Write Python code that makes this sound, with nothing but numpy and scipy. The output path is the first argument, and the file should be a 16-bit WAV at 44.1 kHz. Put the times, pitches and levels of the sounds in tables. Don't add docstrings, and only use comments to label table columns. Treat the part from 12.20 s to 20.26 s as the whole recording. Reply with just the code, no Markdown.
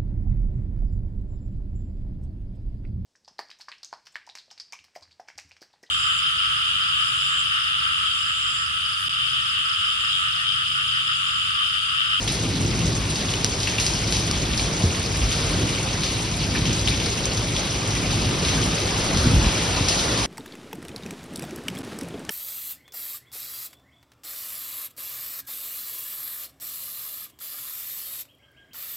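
import sys
import numpy as np
from scipy import signal
from scipy.fft import rfft, irfft, next_fast_len
from scipy.io import wavfile
from scipy.ndimage import uniform_filter1d

SR = 44100
rng = np.random.default_rng(int(sys.argv[2]) if len(sys.argv) > 2 else 0)


def persist_wave(psi):
    counts = np.round(np.clip(psi, -1, 1) * 32767).astype(np.int16)
    wavfile.write(sys.argv[1], SR, np.atleast_2d(counts).T)


N = 355446

# time in seconds, level in dB before a layer's own gain.
RAIN_LEVEL = [(0.0, -38), (2.58, -36.5), (2.9, -36.5), (3.3, -34.5), (4.08, -38), (6.13, -35), (6.28, -33),
              (8.06, -31.5)]
# start in seconds, crack level in dB, pitch in Hz, splat level in dB,
# spray level in dB before spray_trim_db.
PAVING_DRIPS = [(0.076, -15, 3330, -21.5, -25), (0.9574, -9.5, 4900, -39, -28),
                (1.1387, -10, 2990, -27, -40), (1.2458, 6, 5670, -27, -41), (1.403, -13, 4900, -25, -27.5),
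                (1.4324, -8, 4840, -26, -32.5), (1.4733, -10, 2620, -22, -25.5),
                (1.5835, -9.5, 2800, -19, -28), (1.6, -5, 5800, -25.5, -22), (1.6651, -2, 5200, -19.5, -28),
                (1.735, -14, 5400, -25.5, -39), (1.877, -19, 4660, -24, -34.5),
                (1.9249, -4, 4440, -30, -22), (1.969, -7.5, 5300, -38, -33), (2.1128, -3.5, 5540, -29, -35),
                (2.3365, -27, 2430, -30, -38), (2.3771, -6, 5130, -25, -26), (2.3966, -9.5, 4200, -26, -36),
                (3.115, -13, 3600, -29, -24.5), (3.4909, -16, 2880, -30, -31.5),
                (3.8354, -6.5, 4200, -26, -24.5), (4.35, -15, 1810, -28, -32),
                (4.3587, -15, 2350, -22, -32.5), (4.455, -14.5, 3230, -25, -26.5),
                (4.5945, -13.5, 4500, -26, -32), (4.674, -13, 3160, -16.5, -31),
                (4.6847, -15, 3930, -20, -27), (4.8009, -16, 3160, -24.5, -28.5),
                (4.8607, -12, 4670, -23, -32), (5.056, -5, 6400, -24, -44), (5.176, -11.5, 4800, -31, -42),
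                (5.3647, -9, 3400, -25, -28), (5.9084, -14, 3960, -27, -26.5),
                (6.25, -10, 3900, -27, -27.5), (6.286, -11, 3280, -29, -25),
                (6.9732, -6, 5040, -30.5, -24.5), (7.2446, -14.5, 2620, -27, -26),
                (7.3716, -12, 3240, -28, -26.5), (7.6855, -5, 5170, -16.5, -20),
                (7.785, -12, 4700, -27, -24), (7.9755, -18, 4300, -26.5, -26)]
# frequency in Hz, relative level in dB.
WASH_SPECTRUM = [(80, -17), (200, 0.5), (400, 3.5), (700, 0.5), (1200, -0.77), (1700, -4), (2400, -5),
                 (5000, -6), (7000, -10), (9000, -13), (11400, -25)]
PATTER_SPECTRUM = [(300, -22), (1500, -10), (2100, -3), (2900, .8), (4200, 0), (5500, -.3), (7000, 0),
                   (8200, -3), (9500, -8), (11400, -13.5)]
RUMBLE_SPECTRUM = [(30, -24.5), (70, -32.5), (88, -3.5), (106, 1.5), (132, -4.5), (160, -4), (220, -9.5),
                   (330, -11.5), (500, -22), (800, -31), (1200, -56), (2500, -73.5)]
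AIR_SPECTRUM = [(12, -33), (28, -12.5), (45, 4.5), (62, 9.5), (80, -0.5), (105, -16), (200, -15),
                (600, -62)]
# frequency in Hz, likeness from 0 to 1.
STEREO_LIKENESS = [(60, .975), (300, .95), (480, .84), (700, .54), (1600, .36), (2300, .8), (3400, .52),
                   (4800, .93), (5600, .7), (6350, .35), (6650, 1), (8900, 1), (9050, .55), (9300, .4),
                   (9800, .995)]
# frequency in Hz, lead of left over right in radians.
STEREO_LEAD = [(100, 0), (600, -.2), (1100, .4), (1800, -.3), (3200, .7), (4200, .1), (5600, 0),
               (6250, -.7), (6600, -np.pi), (8900, -np.pi), (9000, -4.2), (9400, -5.6), (9700, -2 * np.pi)]
# frequency in Hz, left minus right in dB.
STEREO_TILT = [(350, 0), (700, -1), (1500, -2), (2200, 1.5), (3400, 2.4), (4800, .8), (6000, 1.8),
               (6650, 0)]
# start in seconds, thump level in dB before the low-pass,
# settled pitch in Hz, t60 in seconds.
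KNOCKS = [(2.6372, -9, 85, 0.23), (6.963, -12, 76, 0.18), (7.046, -18.5, 170, .06),
          (7.057, -12, 129, 0.075), (7.069, -8, 101, 0.072), (7.1135, -15, 69.6, 0.11),
          (7.133, -11, 90, 0.11), (7.1616, -9.5, 57.4, 0.092), (7.241, -16.5, 125, .07),
          (7.264, -11.5, 63.3, .1), (7.607, -15, 87, .22)]
# crest in seconds, length (rise plus fall width) in seconds, level in dB.
RUMBLE_SWELLS = [(0.27, 0.092, -25.5), (0.434, 0.14, -24), (0.638, 0.31, -25), (2.307, 0.6, -30.5),
                 (3.41, 0.24, -25), (4.36, 0.15, -25), (4.494, 0.11, -24), (4.757, 0.19, -29.5),
                 (5.99, 0.38, -27), (6.37, 0.26, -25), (6.94, .07, -25.5), (7.154, 0.17, -20.5)]
# crest in seconds, length (rise plus fall width) in seconds, level in dB.
AIR_PUFFS = [(2.21, 0.57, -32.5), (3.055, 0.17, -26), (4.722, 0.24, -31), (7.162, 0.24, -27)]

PATTER_DB, PATTER_DB_PER_RAIN_DB, MIST_T60_S = -30.5, 0.071, .11
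CRACK_Q, SNAP_DB = 1.8, -11
TOCK_HZ, TOCK_DB, TOCK_DB_PER_OCTAVE, TOCK_T60_S = 2800, -8.5, -18, .03
BEAD_COUNT, BEAD_FIRST_S, BEAD_LAST_S, BEAD_DB = 6, .002, .02, -16
SPLAT_T60_S, SPLAT_Q = .055, 2.6
SPRAY_T60_S, SPRAY_RISE_S = 0.69, 0.0031
BUBBLES_PER_S, BUBBLES_DB = 110, -42
BUBBLE_T60_AT_3KHZ_S, BUBBLE_CLIMB_PER_S = .022, 4
RAP_HZ, RAP_T60_S, RAP_DB = 235, .03, -13.5
HEAVE_HZ, HEAVE_T60_S, HEAVE_DB = 44, .11, -8.5
ROLL_REST_DB, RISE_SHARE = -28.5, 0.57
AIR_REST_DB, AIR_DB_PER_ROLL_DB = -34.5, 0.75
RECORDER_EDGE_HZ = 11750


def wash(wash_db=6.0, patchy_db=2.0):
    grid = signal.stft(rng.standard_normal((2, N)), nperseg=512)[2]
    chance = rng.standard_normal(grid.shape[1:])
    patches = evened(signal.oaconvolve(chance, np.ones((3, 5)), "same"))
    hiss = signal.istft(grid * gain_of(patchy_db * patches), nperseg=512)[1][:, :N]
    return gain_of(wash_db) * level(RAIN_LEVEL) * coloured(hiss, WASH_SPECTRUM)


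def patter(drops_per_s=3000, spread_db=3.5, biggest=4.54, spray_share=0.74, spot_q=3.9, evenness=0.33):
    spots_hz = np.geomspace(2000, 9500, 10)
    size = drop_sizes(drops_per_s, spread_db, biggest)
    spot = rng.integers(0, len(spots_hz), N)
    sides = around(rng.random(N))
    power_fade = gain_of(-60 / (MIST_T60_S * SR)) ** 2
    drops = np.zeros((2, N))
    for k, hz in enumerate(spots_hz):
        hits = size * (spot == k)
        mist = np.sqrt(signal.lfilter([1], [1, -power_fade], hits ** 4))
        spray = (evened(mist) + evenness) * rng.standard_normal((2, N))
        ticks = np.sqrt(1 - spray_share) * evened(hits * sides)
        drops += ring(ticks + np.sqrt(spray_share) * evened(spray), hz, spot_q)
    follow = evened(level(RAIN_LEVEL)) ** PATTER_DB_PER_RAIN_DB
    return gain_of(PATTER_DB) * follow * coloured(drops, PATTER_SPECTRUM)


def drips(spray_trim_db=-1.5, droplet_db=2.0, spray_q=0.76, low_share=0.53, fizz_db=-6.0):
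    out, t = np.zeros((2, N)), np.arange(SR // 2) / SR
    blow = signal.lfilter(*signal.butter(4, 10000, fs=SR), signal.unit_impulse(len(t)))
    snap = signal.lfilter(*signal.butter(1, 900, "highpass", fs=SR), blow)
    ahead = np.array([[1], [.3]])
    for start_s, crack_db, hz, splat_db, spray_db in PAVING_DRIPS:
        band = signal.butter(2, [low_share * hz, 8000], "bandpass", fs=SR, output="sos")

        crack = peaked(ring(blow, hz, CRACK_Q)) + gain_of(SNAP_DB) * snap / snap.max()
        octaves_up = max(np.log2(hz / TOCK_HZ), 0)
        tock_db = TOCK_DB + TOCK_DB_PER_OCTAVE * octaves_up
        tock = decay(t, TOCK_T60_S, tock_db) * np.sin(2 * np.pi * hz * t)
        add(out, start_s, gain_of(crack_db) * (peaked(crack) + tock) * ahead)

        for late, turn, small in rng.random((BEAD_COUNT, 3)):
            bead = gain_of(crack_db + BEAD_DB) * peaked(ring(blow, hz * 2 ** (small - .5), CRACK_Q))
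            delay_s = BEAD_FIRST_S + (BEAD_LAST_S - BEAD_FIRST_S) * late
            add(out, start_s + delay_s, np.outer(around(turn), bead))

        droplet_size = gain_of(droplet_db * np.minimum(rng.exponential(1, len(t)), 5))
        droplets = rng.standard_normal((4, len(t))) * droplet_size
        fizz = gain_of(fizz_db) * evened(signal.sosfilt(band, droplets[:2]))
        burst = evened(ring(ring(droplets[:2], hz, SPLAT_Q), hz, SPLAT_Q))
        add(out, start_s, evened(burst + fizz) * decay(t, SPLAT_T60_S, splat_db))

        spray = evened(signal.sosfilt(band, ring(droplets[2:], hz, spray_q)))
        rise = 1 - np.exp(-t / SPRAY_RISE_S)
        add(out, start_s, spray * rise * decay(t, SPRAY_T60_S, spray_db + spray_trim_db))
    return out


def leaves(leaves_db=-40.5, taps_per_s=300, spread_db=7.5, biggest=1.5,
           lowest_tap_t60_s=0.0029, smack_t60_s=0.04, smack_db=-21.0):
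    out, t = np.zeros((2, N)), np.arange(SR // 20) / SR
    pitches_hz = np.geomspace(2400, 6800, 24)
    for hz in pitches_hz:
        size = drop_sizes(taps_per_s / len(pitches_hz), spread_db, biggest)
        tap_t60_s = lowest_tap_t60_s * pitches_hz[0] / hz
        tick = np.sin(2 * np.pi * hz * t) * decay(t, tap_t60_s)
        smack = evened(ring(rng.standard_normal(len(t)), hz, 1.5)) * decay(t, smack_t60_s, smack_db)
        taps = signal.oaconvolve(size, tick + smack)[:N]
        out += np.outer(around(rng.random()), taps)
    return gain_of(leaves_db) * evened(out)


def puddles():
    out, t = np.zeros((2, N)), np.arange(SR // 20) / SR
    for when, small, far, turn in rng.random((round(BUBBLES_PER_S * N / SR), 4)):
        hz, size_db = 2200 * 3 ** small, -14 * far
        cycles = hz * t * (1 + BUBBLE_CLIMB_PER_S * t / 2)
        plink = np.sin(2 * np.pi * cycles) * decay(t, BUBBLE_T60_AT_3KHZ_S * 3000 / hz, size_db)
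        add(out, when * N / SR, np.outer(around(turn), plink))
    return gain_of(BUBBLES_DB) * evened(out)


def bump(overshoot=2.04, settle_s=0.0033, soft_hz=350):
    out, t = np.zeros((2, N)), np.arange(SR // 3) / SR
    rap = decay(t, RAP_T60_S, RAP_DB) * np.sin(2 * np.pi * RAP_HZ * t)
    heave = decay(t, HEAVE_T60_S, HEAVE_DB) * np.sin(2 * np.pi * HEAVE_HZ * t)
    for start_s, thump_db, hz, t60_s in KNOCKS:
        cycles = np.cumsum(hz * (1 + overshoot * np.exp(-t / settle_s))) / SR
        thump = decay(t, t60_s) * np.sin(2 * np.pi * cycles)
        add(out, start_s, gain_of(thump_db) * (heave - thump - rap))
    return signal.sosfilt(signal.butter(4, soft_hz, fs=SR, output="sos"), out)


def rumble(steadiness=0.064):
    roll = swelling(ROLL_REST_DB, RUMBLE_SWELLS)
    breeze = gain_of(AIR_REST_DB) * (roll / gain_of(ROLL_REST_DB)) ** AIR_DB_PER_ROLL_DB
    air = np.hypot(swelling(-np.inf, AIR_PUFFS), breeze)
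    return roll * low_noise(RUMBLE_SPECTRUM, steadiness) + air * low_noise(AIR_SPECTRUM, steadiness)


def low_noise(spectrum, steadiness):
    noise = coloured(rng.standard_normal((2, N)), spectrum)
    power = abs(uniform_filter1d(noise ** 2, size=3500)) + 1e-6
    return evened(noise / power ** (steadiness / 2))


def swelling(rest_db, events):
    t, power = np.arange(N) / SR, gain_of(rest_db) ** 2
    for crest_s, length_s, db in events:
        width_s = length_s * np.where(t < crest_s, RISE_SHARE, 1 - RISE_SHARE)
        power = power + gain_of(db) ** 2 * np.exp(-((t - crest_s) / width_s) ** 2)
    return np.sqrt(power)


def drop_sizes(drops_per_s, spread_db, biggest):
    size = gain_of(spread_db * np.minimum(rng.exponential(1, N), biggest))
    return size * (rng.random(N) < drops_per_s / SR)


def around(turn):
    return np.array([np.cos(2 * np.pi * turn), np.sin(2 * np.pi * turn)])


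def decay(t, t60_s, start_db=0):
    return gain_of(start_db - 60 * t / t60_s)


def ring(x, hz, q):
    return signal.lfilter(*signal.iirpeak(hz, q, fs=SR), x)


def coloured(x, spectrum):
    size = next_fast_len(N)
    gain = gain_of(read(spectrum, np.fft.rfftfreq(size, 1 / SR)))
    return evened(irfft(rfft(x, size) * gain, size)[..., :N])


def read(points, hz):
    table_hz, value = np.transpose(points)
    return np.interp(np.log(hz + 1), np.log(table_hz + 1), value)


def level(curve):
    return gain_of(np.interp(np.arange(N) / SR, *np.transpose(curve)))


def gain_of(db):
    return 10 ** (np.asarray(db) / 20)


def evened(x):
    return x / np.sqrt(np.mean(x ** 2) + 1e-20)


def peaked(x):
    return x / abs(x).max()


def add(mix, start_s, sound):
    part = mix[:, round(start_s * SR):][:, :sound.shape[-1]]
    part += sound[..., :part.shape[-1]]


def left_and_right(pair):
    size = next_fast_len(N)
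    hz = np.fft.rfftfreq(size, 1 / SR)
    a, b = rfft(pair, size)
    same = read(STEREO_LIKENESS, hz)
    shared, apart = np.sqrt((1 + same) / 2) * a, np.sqrt((1 - same) / 2) * b
    lean = gain_of(read(STEREO_TILT, hz) / 2) * np.exp(.5j * read(STEREO_LEAD, hz))
    return irfft(np.array([(shared + apart) * lean, (shared - apart) / lean]), size)[:, :N]


def scene():
    airborne = wash() + patter() + drips() + leaves() + puddles() + rumble()
    return left_and_right(airborne) + bump()


def record(dry):
    band = signal.firwin(401, RECORDER_EDGE_HZ, window=("kaiser", 8), fs=SR)
    return signal.oaconvolve(np.clip(dry, -1, 1), band[None], "same", axes=1)


dry = scene()
out = record(dry)
persist_wave(out)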